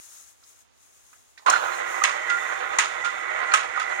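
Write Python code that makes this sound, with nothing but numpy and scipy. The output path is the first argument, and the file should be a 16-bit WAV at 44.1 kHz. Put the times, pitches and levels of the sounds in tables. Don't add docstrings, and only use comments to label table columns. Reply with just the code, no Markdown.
import sys
import numpy as np
from scipy import signal
from scipy.fft import rfft, irfft
from scipy.io import wavfile
from scipy.ndimage import uniform_filter1d

SR = 44100
rng = np.random.default_rng(int(sys.argv[2]) if len(sys.argv) > 2 else 0)


def master_out(mix):
    frames = np.transpose(np.atleast_2d(mix))
    ceiling = np.clip(frames, -1, 1)
    pcm = np.round(ceiling * 32767).astype(np.int16)
    wavfile.write(sys.argv[1], SR, pcm)


def volts(x):
    e = np.asarray(x, float) / 20
    return 10 ** e


N = 176400
START_S, START_RISE_S = 1.460, 0.0046
FLICKER_DB = 1.7

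# freq_hz, density_db
STILL_COLOUR = [(25, -2), (60, 14.5), (150, -1), (300, -7.5), (1200, -0.5), (3000, -2.5), (6600, -9.5),
                (16000, -43)]
# time_s, level_db
SLEEVE_LEVEL = [(0, -51.5), (.15, -49.5), (.3, -53.5), (.35, -64.5), (.53, -58.5), (.62, -60.5), (.66, -85),
                (.77, -68.5), (.85, -62.5), (1.07, -58), (1.2, -65.5), (1.44, -66)]
# freq_hz, density_db
SLEEVE_COLOUR = [(120, -66), (273, -23), (548, -27.5), (1320, -8), (2000, -12.5), (4600, -12), (6640, -1.5),
                 (16000, -15.5)]
# start_s, peak_db, pitch_hz
TICKS = [
    (0.426, -59, 1320),
    (0.436, -55, 5100),
    (1.13, -49, 1540),
    (1.312, -89.5, 1500),
    (1.376, -44, 1900),
    (1.378, -46.5, 3960),
    (1.394, -50, 1170),
    (1.423, -56, 920),
    (1.449, -53, 965),
]
# time_s, level_db
GEAR_LEVEL = [(1.46, -20.5), (1.62, -27), (1.75, -30.5), (2.0, -30.5), (2.45, -32), (2.7, -30), (3.2, -33),
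              (3.4, -28.5), (3.7, -34.5), (4.0, -30.5)]
# freq_hz, density_db
GEAR_COLOUR = [(30, -26), (250, -29.5), (500, -9), (1000, -2), (1350, 5), (2100, -3), (2800, -13),
               (4800, -22)]
FRAME_HZ = [384, 507, 638, 787, 1055, 1254, 1412, 1917, 1975, 2206, 2460, 2650, 3120, 3540]
FRAME_MODE_DB = [-23, -22, -18, -13, -12, -10, -3, 1, 3, -7, -14, -15, -18, -17]
MESH_BAND_HZ = [1700, 2450]
# time_s, gain_db
MESH_GAIN = [(1.46, -27), (1.6, -11), (1.7, -2), (1.95, -1.5), (2.2, 0), (2.35, 2.5), (2.6, 1.5),
             (2.9, -2.5), (3.1, 1), (3.3, 0.5), (3.6, 0.5), (3.75, 2.5), (4.0, 1.5)]
# time_s, level_db
HISS_LEVEL = [(1.46, -49), (1.62, -48), (1.78, -48), (1.82, -53.5), (1.9, -47), (2.03, -49.5), (2.2, -53),
              (2.42, -49.5), (2.6, -52.5), (2.75, -53), (3.2, -54.5), (3.5, -55), (3.7, -56), (3.83, -54.5),
              (4.0, -53.5)]
# freq_hz, density_db
HISS_COLOUR = [(2500, -29), (4500, -15.5), (6700, -2), (8500, -10.5), (10000, -19)]
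# start_s, peak_db, pitch_hz
KNOCKS = [(1.46, -14, 1026), (1.465, -12, 1070), (1.468, -6.5, 1430), (1.475, -20, 1320), (1.482, -3, 1058),
          (1.49, -13, 1116), (1.498, -12, 1260), (1.509, -13, 1470), (1.526, -14, 1360), (1.534, -2, 1466),
          (1.553, -13, 1453), (1.558, -21, 1530), (1.56, -7, 1406), (1.576, -26, 1440), (1.608, -29, 1484),
          (2.017, -10, 1234), (2.037, -22, 2170), (2.036, -12, 1254), (2.05, -15, 1180), (2.075, -23, 1340),
          (2.092, -18.5, 1135), (2.786, -9, 2000), (2.79, -33, 1210), (2.797, -19, 1103),
          (2.835, -21, 1350), (2.854, -18.5, 1326), (3.518, -11, 1383), (3.515, -17, 2380),
          (3.517, -27, 4200), (3.521, -29, 1310), (3.529, -14, 1465), (3.537, -14, 2100),
          (3.537, -4.5, 1268), (3.55, -20, 1460), (3.561, -26, 1330), (3.752, -19, 1900),
          (3.761, -13.5, 1430), (3.774, -13, 1253), (3.79, -18, 1900), (3.798, -15, 1490),
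          (3.816, -13.5, 1277)]
# start_s, peak_db, t60_s
CLACKS = [(1.462, -22, 0.21), (1.497, -14.5, 0.028), (1.509, -17.5, 0.023), (2.039, -6.5, 0.062),
          (2.049, -16.5, 0.042), (2.3, -19.5, 0.06), (2.7856, -6.5, 0.075), (2.802, -24, 0.091),
          (3.045, -24, 0.19), (3.538, -5.5, 0.078), (3.798, -22, 0.12)]
# freq_hz, density_db
CLACK_COLOUR = [(59, -89), (100, -57), (676, -21), (1250, -2), (2420, -3.5), (4980, -16.5), (6700, -16.5),
                (9210, -27), (16000, -68)]
# freq_hz, level_db, t60_s
CLACK_MODES = [(1118, 0, .08), (1270, 0, .08), (1940, -2, .08), (2450, -6, .08), (3300, -8, .08),
               (6724, -10, .03)]
# start_s, peak_db, t60_s
SNAPS = [
    (1.499, -18, 0.03),
    (1.502, -26.5, 0.032),
    (2.038, -16, 0.028),
    (2.297, -36.5, 0.024),
    (2.7862, -18.5, 0.058),
    (3.048, -44.5, 0.036),
    (3.516, -47, 0.018),
    (3.537, -20.5, 0.072),
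    (3.797, -35.5, 0.023),
    (3.894, -45.5, .05),
]
# freq_hz, density_db
SNAP_COLOUR = [(2000, -24), (4200, -6), (6700, 0), (9200, -9), (11000, -23), (14000, -28), (16000, -42)]
# start_s, length_s, level_db
SONGS = [
    (2.298, .065, -22),
    (3.035, .045, -23),
    (1.468, .11, -41),
    (1.715, .03, -46),
    (2.39, .08, -50),
    (3.07, .08, -51),
]
SONG_HZ = [1411, 1410, 4130, 4120, 3560, 3560]
# freq_hz, shared_0_to_1
ALIKE = [(60, .98), (300, .88), (700, .7), (1500, .5), (4000, .45), (12000, .1)]
# freq_hz, left_minus_right_db
PORT_BALANCE = [(60, 0.5), (200, -7.5), (500, -3.5), (1290, -12), (2380, -8.5), (4400, -9.5), (8120, 15),
                (15000, -15.5)]
# freq_hz, gain_db
PAIR_GAIN = [(130, 3.2), (400, 11.33), (900, 6), (1500, 1.47)]
# freq_hz, lead_turns
LEFT_LEAD = [(800, .5), (2000, .92), (2700, .3), (6200, 2.5)]
# freq_hz, width_hz, gain_db
CAVITY = [(6550, 350, 6.5), (9200, 300, 5)]


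def curve(rows, x, log=False):
    a = np.array(rows, float)
    if log:
        return np.interp(np.log(x + 1e-9), np.log(a[:, 0]), a[:, 1])
    return np.interp(x, a[:, 0], a[:, 1])


def unit(x):
    return x / np.sqrt(np.mean(x ** 2))


def colour(x, db):
    cepstrum = irfft(db(np.fft.rfftfreq(4096, 1 / SR)) * np.log(10) / 20)
    cepstrum[1:2048] *= 2
    cepstrum[2049:] = 0
    impulse = irfft(np.exp(rfft(cepstrum)))
    return signal.fftconvolve(x, np.atleast_2d(impulse), axes=1)[:, :N]


def tint(x, rows):
    return colour(x, lambda f: curve(rows, f, True))


def ring(x, hz, width_hz):
    return signal.lfilter(*signal.iirpeak(hz, hz / width_hz, SR), x)


def pair(draw):
    spectra = rfft(np.array([draw() for _ in range(3)]))
    shared = np.clip(curve(ALIKE, np.fft.rfftfreq(N, 1 / SR), True), 0, 1)
    return irfft(np.sqrt(shared) * spectra[0] + np.sqrt(1 - shared) * spectra[1:], N)


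def noise():
    return rng.standard_normal(N)


def grit(per_s, scatter_db):
    hit, sign, size = rng.random((3, N))
    size_db = scatter_db * np.minimum(-np.log(1 - size), 4)
    return (hit < per_s / SR) * np.sign(sign - .5) * volts(size_db)


def walk(rate_hz):
    k = int(SR / rate_hz)
    return unit(uniform_filter1d(uniform_filter1d(noise(), k), k))


def fade(t, start_s, t60_s, rise_s=0.00035):
    d = np.maximum(t - start_s, 0)
    return (1 - np.exp(-d / rise_s)) * volts(-60 * d / t60_s)


def still_room(running):
    level_db, duck_db = -66, -9
    return unit(tint(pair(noise), STILL_COLOUR)) * volts(level_db + duck_db * running)


def hand(t):
    tick_t60_s, sharpness_q = 0.086, 1.83
    cloth = unit(tint(pair(noise), SLEEVE_COLOUR))
    out = cloth * volts(curve(SLEEVE_LEVEL, t) + FLICKER_DB * walk(19))
    tap = pair(noise)
    for start_s, peak_db, hz in TICKS:
        width_hz = hz / sharpness_q
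        tone = unit(ring(ring(tap, hz, width_hz), hz, width_hz))
        out = out + volts(peak_db) * fade(t, start_s, tick_t60_s) * tone
    return out


def rumble():
    hz, level_db = 55, -60
    return unit(ring(ring(pair(noise), hz, 62), hz, 135)) * volts(level_db)


def gears(t):
    teeth_per_s, scatter_db = 2500, 3.6
    body_top_hz, width_hz, wobble_db = 4200, 22, 2.5
    frame_db, spin_up_s, spin_up_db = 1.5, .35, -10
    teeth = pair(lambda: grit(teeth_per_s, scatter_db))

    def body_db(f):
        return curve(GEAR_COLOUR, f, True) - 30 * np.log2(np.maximum(f / body_top_hz, 1))

    body = unit(colour(teeth, body_db))
    modes = 0
    for hz, db in zip(FRAME_HZ, FRAME_MODE_DB):
        mode = ring(ring(teeth, hz, width_hz), hz, 8 * width_hz)
        modes = modes + volts(db + wobble_db * walk(7.2)) * mode
    settle_db = spin_up_db * np.clip(1 - (t - START_S) / spin_up_s, 0, 1)
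    whole = body * volts(FLICKER_DB * walk(37)) + volts(frame_db + settle_db) * unit(modes)
    mesh_filter = signal.butter(3, MESH_BAND_HZ, "band", fs=SR, output="sos")
    mesh = signal.sosfiltfilt(mesh_filter, whole)
    return (whole + (volts(curve(MESH_GAIN, t)) - 1) * mesh) * volts(curve(GEAR_LEVEL, t) - 3.5)


def hiss(t):
    air_hz, air_db, air_steep = 9500, -63, 2.0
    level_db = curve(HISS_LEVEL, t)

    def band_db(f):
        return curve(HISS_COLOUR, f, True) - 30 * (f < 2000) - 25 * (f > air_hz)

    def top_db(f):
        return -40. * (f < air_hz) - 9.6 * np.log2(f / air_hz + .5)

    band = unit(colour(pair(noise), band_db))
    air = unit(colour(pair(noise), top_db))
    air_level_db = air_db + air_steep * (level_db + 51.5)
    return volts(level_db + FLICKER_DB * walk(30)) * band + volts(air_level_db) * air


def knocks(t):
    width_hz, push_s, t60_s = 570, 0.0031, .05
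    thud_hz, thud_db, pure = 127, -48, .75
    shake, out = pair(noise), 0
    thud = volts(thud_db) * unit(ring(shake, thud_hz, 120))
    for start_s, peak_db, hz in KNOCKS:
        patch = unit(ring(ring(shake, hz, width_hz), hz, 3 * width_hz))
        tone = pure * np.sin(2 * np.pi * hz * (t - start_s)) + (1 - pure) * patch
        out = out + volts(peak_db) * fade(t, start_s, t60_s, push_s) * (tone + thud)
    return out


def clacks(t):
    level_db, ring_db = -6, -12.5
    tail_db, tail_t60_s, tail_rise_s = -18.5, .5, 0.011
    loose_per_s, loose_db, loose_after_s = 220, 3.5, .012
    env, loose = 0, 1
    for start_s, peak_db, t60_s in CLACKS:
        tail = volts(tail_db) * fade(t, start_s, tail_t60_s, tail_rise_s)
        env = env + volts(peak_db) * (fade(t, start_s, t60_s) + tail)
        loose = loose * np.where(t < start_s, 1, 1 - np.exp(-np.abs(t - start_s) / loose_after_s))
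    rattle = unit(pair(lambda: grit(9000, 3.0)))
    gain = np.std(tint(rattle, CLACK_COLOUR))
    blow = rattle * env * volts(loose_db * loose * walk(loose_per_s))
    modes = 0
    for hz, db, t60_s in CLACK_MODES:
        modes = modes + volts(db) * ring(blow, hz, 1.2 / t60_s) * np.sqrt(t60_s * SR / 7)
    snap_env = sum(volts(peak_db) * fade(t, start_s, t60_s) for start_s, peak_db, t60_s in SNAPS)
    snap = unit(tint(rattle, SNAP_COLOUR)) * snap_env
    return snap + volts(level_db) * (tint(blow, CLACK_COLOUR) / gain + volts(ring_db) * modes)


def songs(t):
    rise_s, t60_s = .008, .1
    out = 0
    for hz, (start_s, length_s, level_db) in zip(SONG_HZ, SONGS):
        fall_db = -60 * np.maximum(t - start_s - length_s, 0) / t60_s
        env = np.clip((t - start_s) / rise_s, 0, 1) * volts(level_db + fall_db)
        out = out + env * np.sin(2 * np.pi * hz * t)
    return out * volts(FLICKER_DB * walk(85)) * np.ones((2, 1))


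def wall_echo(near, t):
    level_db, delay_s, t60_s, rise_s = -11, 0.014, .28, 0.0025
    d = t[:SR // 2]
    walls = pair(noise)[:, :len(d)] * fade(d, delay_s, t60_s, rise_s)
    walls = walls / np.sqrt(np.sum(walls ** 2) / 2)
    return volts(level_db) * signal.fftconvolve(near, walls, axes=1)[:, :N]


def scene():
    t = np.arange(N) / SR
    running = np.clip((t - START_S) / START_RISE_S, 0, 1)
    machine = running * (rumble() + gears(t) + hiss(t))
    near = hand(t) + machine + knocks(t) + clacks(t) + songs(t)
    return near + wall_echo(near, t) + still_room(running)


def low_pass(x):
    return signal.sosfilt(signal.butter(12, 16630, fs=SR, output="sos"), x)


def record(dry):
    limit, top_hz = 1.3, 15950
    f = np.fft.rfftfreq(N, 1 / SR)
    side = np.array([[1], [-1]])
    balance = np.sqrt((1 + volts(-2 * side * curve(PORT_BALANCE, f, True))) / 2)
    gain = volts(curve(PAIR_GAIN, f, True)) / balance
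    lead = np.exp(1j * np.pi * (1 + side) * curve(LEFT_LEAD, f))
    left, right = irfft(rfft(dry) * gain * lead, N)
    left = left + sum((volts(db) - 1) * ring(left, hz, width_hz) for hz, width_hz, db in CAVITY)
    held = limit * np.tanh(np.array([left, right]) / limit)
    mix = irfft(rfft(held) * (f < top_hz), N)
    return low_pass(mix)


dry = scene()
out = record(dry)
master_out(out)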